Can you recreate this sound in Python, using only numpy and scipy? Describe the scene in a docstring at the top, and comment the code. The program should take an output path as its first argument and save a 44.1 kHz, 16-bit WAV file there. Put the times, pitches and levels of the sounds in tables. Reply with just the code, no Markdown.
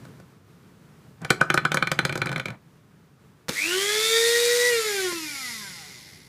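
"""A kitchen worktop, one microphone close to a small electric blade grinder, soft room rumble behind.
After faint handling ticks, its plastic housing rocks on its rim, squeaks and clatters to rest.
The lid clicks the switch and it runs empty: the brush motor whines up to speed, with a hum from its
unbalance, a blade tone and brush hiss. Switched off, it coasts down on rasping bearings, with a soft
pop as the low buzz drops away. The kitchen walls add a short reverberation."""
import sys
import numpy as np
from scipy import signal
from scipy.fft import rfft, irfft, next_fast_len
from scipy.io import wavfile
from scipy.ndimage import uniform_filter1d, minimum_filter1d, map_coordinates

SR = 44100
rng = np.random.default_rng(int(sys.argv[2]) if len(sys.argv) > 2 else 0)


def digitize_waveform(pressure):
    """Quantize a signal to 16-bit integers and store it at the path in sys.argv[1].

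    Rows of a 2-D input are taken as channels; values are limited to [-1, 1].
    """
    field = np.atleast_2d(pressure).T
    bounded = np.clip(field, -1, 1)
    quanta = np.round(bounded * 32767).astype(np.int16)
    wavfile.write(sys.argv[1], SR, quanta)


N = 276948

ON_S, OFF_S = 3.484, 4.688  # the motor is powered between these times
MAINS_HZ, TOP_HZ = 50, 15500
FREE_HZ = 522.4  # turns a second that the powered motor tends toward
FLAT_THUMP_DB, FLAT_CLICK_DB = 9.5, 18  # what a flat landing adds to thump and click
# Faint handling ticks, then knocks of the housing on the worktop. Each row: start in seconds,
# level in dB, flatness of the landing from 0 to 1, hard-edge treble in dB.
CONTACTS = [(0.0513, -39.5, 0.13, -17), (0.1993, -44.5, 0.2, -12), (1.217, -49.5, 0.73, -3),
            (1.2475, -18.5, 0.2, -7.5), (1.3038, -5, 0.79, -5), (1.4117, -0.5, 0.05, -17),
            (1.5013, -7.5, 0.2, -6.5), (1.5415, -8, 0.47, -19.5), (1.575, -6, 0.07, -5.5),
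            (1.6511, -5, 0, -10), (1.718, -13, .35, -2.5), (1.7434, -9, 0.56, -23.5),
            (1.7709, -10.5, 0.16, -4), (1.8249, -9, 0, -6), (1.8716, -14, .15, -2.5),
            (1.916, -12, 0.69, -5.5), (1.9896, -10, 0.3, 0), (2.0506, -13, 0.67, -1.5), (2.094, -17, 0, -4),
            (2.125, -23.5, 0.4, -0.5), (2.1544, -18, 0.34, -8), (2.1756, -27.5, 0.72, -5),
            (2.2169, -11, 0.04, -3.5), (2.2584, -18.5, 0.26, -17), (2.2694, -22, 0, -1),
            (2.2921, -23, .1, -2), (2.3159, -23.5, 0.2, -5), (2.3274, -19, 0, -10), (2.36, -19, 0.1, -1),
            (2.379, -23.5, 0.1, -9), (2.3974, -20.5, 0.2, 0), (2.4562, -25, 0.44, 2.5),
            (2.4832, -30.5, 0.14, -1), (2.5032, -32, 0.14, -3)]
# Switch clicks as the lid is pressed; last, a soft pop as the low buzz cuts off.
# Each row: start in seconds, level in dB, thud over tick in dB.
CLICKS_AND_POP = [(3.484, -26.5, -15), (3.489, -24.5, -1.5), (3.4927, -17.5, -3.5), (3.4964, -34.5, 8.5),
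                  (5.123, -45, 10.5)]
BUZZ_DROP_S = CLICKS_AND_POP[-1][0]


def amp(db):
    return 10 ** (np.asarray(db) / 20)


def unit(x):
    return x / np.sqrt(np.mean(x ** 2) + 1e-20)


def along(points, hz):
    """Read (Hz, value) points at hz, on a log frequency axis."""
    freqs, values = np.transpose(points)
    return np.interp(np.log(hz + 1), np.log(freqs + 1), values)


def timeline(points):
    """Read (seconds, value) points at every sample."""
    return np.interp(np.arange(N) / SR, *np.transpose(points))


def wobble(rate):
    """A smooth random curve, rate knots a second."""
    return map_coordinates(rng.standard_normal(int(N * rate / SR) + 4), [np.arange(N) * rate / SR])


def filtered(x, response):
    """x through a gain given as a function of frequency."""
    size = next_fast_len(len(x) + SR // 8)
    return irfft(rfft(x, size) * response(np.fft.rfftfreq(size, 1 / SR)), size)[:len(x)]


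def coloured(x, spectrum):
    """x shaped by (Hz, dB) points, at rms 1."""
    return unit(filtered(x, lambda hz: amp(along(spectrum, hz))))


def noise(length, spectrum):
    return coloured(rng.standard_normal(length), spectrum)


def decay(t, t60):
    return amp(-60 * t / t60)


def after(start, fade):
    """0 before start, rising to 1 within fade seconds."""
    return np.clip((np.arange(N) / SR - start) / fade, 0, 1)


def mains_phase():
    """Phase of the motor's pull, which throbs with each half wave of the mains."""
    return 2 * np.pi * 2 * MAINS_HZ * np.arange(N) / SR


def air(gain_db=2):
    """Room tone: a soft, slightly wavering rumble."""
    # Colour of the room air. Each row: frequency in Hz, spectral level in dB.
    spectrum = [(15, -52), (25, -31), (101, -5), (140, 0.5), (340, -13), (445, -12), (482, -17.5),
                (703, -22), (1240, -20.5), (2630, -29.5), (15500, -41)]
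    # Its slow drift. Each row: time in seconds, level in dB.
    drift = [(0, -48), (.3, -55), (1.15, -53.5), (2.7, -57.5), (6.28, -55)]
    return amp(timeline(drift) + gain_db + 0.87 * wobble(12)) * noise(N, spectrum)


def kitchen(x):
    """The walls answer 5 ms after the direct sound; each frequency dies at its own rate."""
    # Reverberation. Each row: frequency in Hz, t60 in seconds.
    decay_times = [(150, 0.29), (1500, 0.19), (5000, 0.2), (14000, 0.14)]
    hz, t, bands = signal.stft(rng.standard_normal(SR // 2), SR, nperseg=256)
    tail = signal.istft(bands * decay(t, along(decay_times, hz)[:, None]), SR, nperseg=256)[1]
    return signal.fftconvolve(x, np.pad(tail / np.linalg.norm(tail), (round(.005 * SR), 0)))[:N]


def rolling(gain_db=-1):
    """The rocking rim grumbles on the worktop between knocks."""
    # Course of the roll. Each row: time in seconds, level in dB.
    levels = [(1.19, -78), (1.22, -39.5), (1.4, -43), (1.6, -43.5), (2.3, -33), (2.55, -45), (2.61, -75.5)]
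    # Colour of the rolling rim. Each row: frequency in Hz, spectral level in dB.
    spectrum = [(60, -34.5), (125, 5.5), (160, 1.5), (250, -8.5), (400, -26), (700, -16), (1500, -19.5),
                (2400, -30.5), (5000, -57)]
    return amp(timeline(levels) + gain_db + 4 * wobble(35)) * noise(N, spectrum)


def slides(gain_db=-29, swell_s=0.0037):
    """The plastic squeaks as it slides into each contact, then stops."""
    # Colour of the squeak. Each row: frequency in Hz, spectral level in dB.
    spectrum = [(1200, -25), (2300, 1.5), (2750, -1), (3100, 1), (3700, -25.5), (8000, -33)]
    out, t = np.zeros(N + SR), np.arange(-SR // 25, 0) / SR
    for start, db, flat, _ in CONTACTS:
        squeak = noise(len(t), spectrum) * np.exp(t / swell_s)
        out[round(start * SR) - len(t):][:len(t)] += amp(db + gain_db + FLAT_THUMP_DB * flat) * squeak
    return out[:N]


def ticks_and_knocks(ring_db=-9.0, clack_db=-8.0, click_db=-22.5, thump_db=-7.0, edge_db=5):
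    """Each contact rings the housing; a flat landing thumps, a hard edge brings out the high modes."""
    # Modes of the housing on the worktop. Each row: frequency in Hz, level in dB, t60 in seconds.
    modes = [(147.6, -11, 0.12), (158.6, 6, 0.041), (337.4, -0.5, 0.041), (363, -11, 0.065),
             (527.6, -6, 0.057), (786, -9.5, 0.05), (1501, -14.5, 0.18), (1248, -5, .05),
             (1322, 3.5, 0.024), (1497, 3, 0.057), (1613, -8, 0.063), (1724, -7.5, 0.048),
             (2250, -2, 0.025), (2348, 4, 0.021), (3100, -2.5, 0.021), (3474, -3, 0.019),
             (4050, -8.5, 0.032)]
    # The housing's dense short ring. Each row: frequency in Hz, spectral level in dB.
    clack_spectrum = [(25, -40), (80, -28.5), (150, -6), (500, 2), (900, 0), (1400, 3.5), (2400, 1.5),
                      (2750, -23), (3100, -13), (4300, -7.5), (5200, -50), (15000, -53)]
    # The click of the contact. 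Each row: frequency in Hz, spectral level in dB.
    click_spectrum = [(1500, -31), (4000, 1.5), (6000, -2), (8500, -4), (11000, -9.5), (15500, -19.5)]
    light_thump, light_click = 0.37, 0.3  # dB per dB: lighter contacts have more thump and click
    out, t = np.zeros(N + SR), np.arange(SR // 4) / SR
    hz, mode_db, t60 = np.transpose(modes)[:, :, None]
    attack = 1 - np.exp(-t / 0.0005)
    for start, db, flat, edge in CONTACTS:
        bass_db = thump_db + FLAT_THUMP_DB * flat - light_thump * db
        contact = [(600, bass_db), (1150, 0.0081), (1750, 0.0052), (2200, edge + edge_db)]  # Hz, dB
        sizes = amp(mode_db + along(contact, hz) + rng.normal(0, 1.5, hz.shape))
        sines = np.sin(2 * np.pi * hz * t + rng.normal(0, 1, hz.shape))
        ring = np.sum(sizes * decay(t, t60) * sines * (1 - np.exp(-hz * t)), axis=0)
        clack = filtered(noise(len(t), clack_spectrum), lambda f: amp(along(contact, f)))
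        clack *= decay(t, t60=0.043)
        click = noise(len(t), click_spectrum) * decay(t, t60=0.023)
        click *= amp(click_db + FLAT_CLICK_DB * flat - light_click * db)
        blow = amp(ring_db) * ring + amp(clack_db) * clack + click
        out[round(start * SR):][:len(t)] += amp(db) * blow * attack
    return out[:N]


def clicks_and_pop():
    """The switch clicks, damped by the hand on the lid; later a soft pop as the low buzz cuts off."""
    # The bright tick. Each row: frequency in Hz, spectral level in dB.
    tick_spectrum = [(300, -10), (900, -5.5), (1800, 4), (2800, -6.5), (4000, 0), (7000, -8.5),
                     (15000, -21.5)]
    # The dull thud. Each row: frequency in Hz, spectral level in dB.
    thud_spectrum = [(25, -50), (70, -33), (160, -6), (330, -2), (480, 0.5), (700, -24), (1100, -13),
                     (2500, -31.5)]
    out, t = np.zeros(N + SR), np.arange(SR // 8) / SR
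    for start, db, thud_db in CLICKS_AND_POP:
        tick = noise(len(t), tick_spectrum) * decay(t, t60=0.017)
        thud = noise(len(t), thud_spectrum) * decay(t, t60=0.055)
        out[round(start * SR):][:len(t)] += amp(db) * (tick + amp(thud_db) * thud)
    return out[:N]


def shaft(jolt_hz=101.2, spin_up_s=.251, spin_up_exponent=1.413, drag_s=3.147, brake_hz_per_s=194.2):
    """Speed, angle and power (0-1): the motor jolts and spins up, then air drag and bearings slow it."""
    t = np.arange(N) / SR
    driven_s, coasted_s = np.clip(t, ON_S, OFF_S) - ON_S, np.maximum(t - OFF_S, 0)
    reached_hz = FREE_HZ - (FREE_HZ - jolt_hz) / (1 + driven_s / spin_up_s) ** spin_up_exponent
    brake_hz = brake_hz_per_s * drag_s
    hz = (reached_hz + brake_hz) * np.exp(-coasted_s / drag_s) - brake_hz
    angle = 2 * np.pi * np.cumsum(hz * (1 + .0012 * wobble(45))) / SR
    power = after(ON_S, .002) * (1 - after(OFF_S, 0.018))
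    return hz, angle, power


def cavity(x, t60=.035):
    """Echoes inside the housing: gliding tones flutter as they cross its dense resonances."""
    t = np.arange(SR // 16) / SR
    echoes = rng.standard_normal(len(t)) * decay(t, t60)
    return signal.fftconvolve(x, echoes / np.linalg.norm(echoes))[:N]


def rub_db(hz, power, base_db, decade_db, powered_db, surge_db, drop_db):
    """Level of a rubbing contact: it follows speed and current, and steps down with the buzz."""
    critical_hz, width_hz, critical_db = 239, 40, 3  # the freed shaft shakes most around this speed
    speed = hz / FREE_HZ
    current_db = power * (powered_db + surge_db * (1 - speed))
    shake_db = critical_db * (1 - power) * np.exp(-((hz - critical_hz) / width_hz) ** 2)
    return base_db + decade_db * np.log10(speed) + current_db + shake_db + drop_db * after(BUZZ_DROP_S, 0.021)


def bearings_db(hz, power):
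    """Level of the bearings' rattle, raised by the starting surge."""
    return rub_db(hz, power, base_db=-28.5, decade_db=25.5, powered_db=-2.5, surge_db=8.5, drop_db=-3.5)


def brushes_db(hz, power, chatter_db=2, chatter_hz=458, width_hz=22):
    """Level of the brush hiss; the brushes chatter hardest just below full speed."""
    hiss = rub_db(hz, power, base_db=-29.5, decade_db=23.5, powered_db=1.9, surge_db=-0.5, drop_db=-2.5)
    return hiss + chatter_db * power * np.exp(-((hz - chatter_hz) / width_hz) ** 2)


def scrape(hz, angle, slip_rad=.03):
    """The same rough spots pass once a turn: an uneven comb of high orders, smeared by shaft play."""
    loose_angle = angle + slip_rad * wobble(70)
    comb = np.zeros(N)
    for order in range(9, 60):
        size = (order * hz < TOP_HZ) * rng.uniform(.5, 1.38)
        comb += size * np.sin(order * loose_angle + rng.uniform(0, 2 * np.pi))
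    return cavity(comb * np.sqrt(4 * hz / SR))  # as strong per Hz as white noise


def friction(hz, angle, power, driven_comb_db=-8, coast_comb_db=0.5, rattle_db=-3.0, split_hz=3500):
    """Bearings (low band) and brushes (high) rasp in time with the shaft; sparks throb with the mains."""
    # Friction under power. Each row: frequency in Hz, spectral level in dB.
    driven_spectrum = [(40, -44), (150, -34), (450, -11.5), (850, -22.5), (1400, -11), (2100, -3.5),
                       (2500, -6.5), (2850, -13.5), (3500, -7), (4500, -6.5), (7000, -9), (10400, -13.5),
                       (13000, -19.5), (15500, -22)]
    # Friction while coasting. Each row: frequency in Hz, spectral level in dB.
    coasting_spectrum = [(250, -26), (680, -24), (1150, -21.5), (1750, -9), (2080, -0.5), (2400, -10),
                         (2850, -14), (3650, -7), (5000, -2), (6600, -8), (8800, -13.5), (10900, -9),
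                         (13000, -17.5), (15500, -23.5)]
    throb = 1 + .18 * power * np.sin(mains_phase())
    grit = unit(rng.standard_normal(N) * amp(3.2 * np.sin(angle) + 0.62 * wobble(150)))
    comb_gain = amp(coast_comb_db + power * (driven_comb_db - coast_comb_db)) * after(ON_S, 0.23)
    rasp = throb * (grit + comb_gain * scrape(hz, angle)) / np.sqrt(1 + comb_gain ** 2)
    driven, coasting = coloured(rasp, driven_spectrum), coloured(rasp, coasting_spectrum)
    blend = after(OFF_S, .55)

    def lowpass(f):
        return 1 / (1 + (f / split_hz) ** 8)

    def band(response):
        return (1 - blend) * unit(filtered(driven, response)) + blend * unit(filtered(coasting, response))

    rattle = amp(bearings_db(hz, power) + rattle_db) * band(lowpass)
    hiss = amp(brushes_db(hz, power)) * band(lambda f: 1 - lowpass(f))
    return after(ON_S, .002) * (rattle + hiss)


def shaft_buzz(hz, angle, power, flutter_db=2, swell_db=4, swell_s=0.18):
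    """The shaft knocks in its bearings: a low buzz that swells while coasting, then drops suddenly."""
    # Overtones of the knocking. Each row: multiple of the shaft speed, relative level in dB.
    overtones = [(2, -15), (3, -11), (5, -7.5), (6, -9), (7, -13), (9, -10.5), (10, -16), (14, -18),
                 (17, -15)]
    swell = after(BUZZ_DROP_S - swell_s, swell_s / 2) * (1 - after(BUZZ_DROP_S, 0.03))
    drop_db = 4 * after(BUZZ_DROP_S, 0.031) + 3.5 * after(5.56, 0.14)
    level_db = bearings_db(hz, power) + swell_db * swell - drop_db
    throb = 1 + 0.58 * power * np.sin(mains_phase())
    wander_rad = 0.45 * (1.3 - power)  # freed of the magnetic pull, the shaft wanders more
    buzz = sum(amp(db + flutter_db * wobble(11)) * np.sin(round(order) * angle + wander_rad * wobble(45))
               for order, db in overtones)
    echo_share = .8 * after(4.5, 0.35)
    buzz = np.sqrt(1 - echo_share) * buzz + np.sqrt(echo_share) * cavity(buzz)
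    return amp(level_db) * throb * buzz * after(3.6, 0.12)


def armature(angle, power, strain, play_rad=0.11):
    """The slots whine at eight times the shaft speed; the throbbing pull adds side tones."""
    mains = mains_phase()
    inrush = power * (1 - after(4.164, 0.11))  # the current is high until the rotor nears full speed
    slot = 8 * angle + play_rad * strain * wobble(130)
    whine = np.sin(slot) + .6 * power * np.cos(slot - mains) + inrush * np.sin(slot + mains)
    whine += .28 * power * (np.sin(slot - 2 * mains) + np.sin(slot - angle + mains))
    whine += .55 * inrush * after(3.95, .15) * np.sin(slot + 2 * angle + mains)
    whine += inrush * after(3.68, .1) * (.35 * np.sin(5 * angle) + .28 * np.sin(3 * angle))
    echo_share = after(OFF_S, 0.11)  # coasting, it sweeps quickly through the housing's resonances
    return np.sqrt(1 - echo_share) * whine + np.sqrt(echo_share) * cavity(whine)


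def motor_tones(hz, angle, power, hum_db=-1.0, blade_db=-29, whine_db=-42, powered_db=7.0, surge_db=7):
    """Unbalance hums once a turn, the blade sings at four, the slots at eight; resonances swell each."""
    # The body's response to the unbalance. Each row: shaft speed in Hz, level in dB.
    body = [(170, -58), (205, -49), (268, -54), (340, -33), (387, -28.5), (420, -32), (452, -24.5),
            (483, -24.3)]
    # How the shell passes blade tone and whine. Each row: frequency in Hz, gain in dB.
    shell = [(1250, -20), (1490, -3.5), (1740, -9), (1860, -4), (1960, 3), (2550, 0), (2900, -4.5),
             (3380, -3), (3640, 4), (3880, -2)]
    mains = mains_phase()
    hum = amp(along(body, hz) + hum_db + 0.5 * power) * np.sin(angle)
    hum *= 1 + 0.04 * power * np.sin(mains)

    speed_db, flutter_db = 45 * np.log10(hz / FREE_HZ), 5.5 * wobble(30)
    blade = np.sin(4 * angle) + .35 * power * np.sin(4 * angle + mains)
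    blade *= amp(along(shell, 4 * hz) + blade_db + speed_db + flutter_db)

    strain = 1 - 1.7 * after(3.79, 0.41)  # the armature shudders most in the first surge
    current_db = power * (powered_db + surge_db * (1 - hz / FREE_HZ))
    whine = armature(angle, power, strain)
    whine *= amp(along(shell, 8 * hz) + whine_db + current_db + 3 * strain * wobble(130))
    return np.sqrt(2) * (hum + blade + whine) * after(3.548, 0.045) * (1 - after(5.7, .5))


def scene():
    """The grinder close up, the walls and room tone well below it."""
    hz, angle, power = shaft()
    clatter = ticks_and_knocks() + slides() + clicks_and_pop() + rolling()
    rasp = friction(hz, angle, power)
    tones = motor_tones(hz, angle, power) + shaft_buzz(hz, angle, power)
    walls = kitchen(amp(-12.5) * clatter + amp(-11.5) * rasp + amp(-12.0) * tones)
    return np.array([clatter + rasp + tones + walls + air()] * 2)


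def record(dry, ceiling=0.8, hold_s=.005):
    """One microphone on both channels; a fast limiter holds the hardest knocks, then a cut at TOP_HZ."""
    span = round(hold_s * SR)
    needed = np.minimum(1, ceiling / (np.abs(dry[0]) + 1e-9))
    gain = uniform_filter1d(minimum_filter1d(needed, 2 * span + 1), span)
    return np.array([filtered(gain * channel, lambda hz: hz < TOP_HZ) for channel in dry])


dry = scene()
out = record(dry)
digitize_waveform(out)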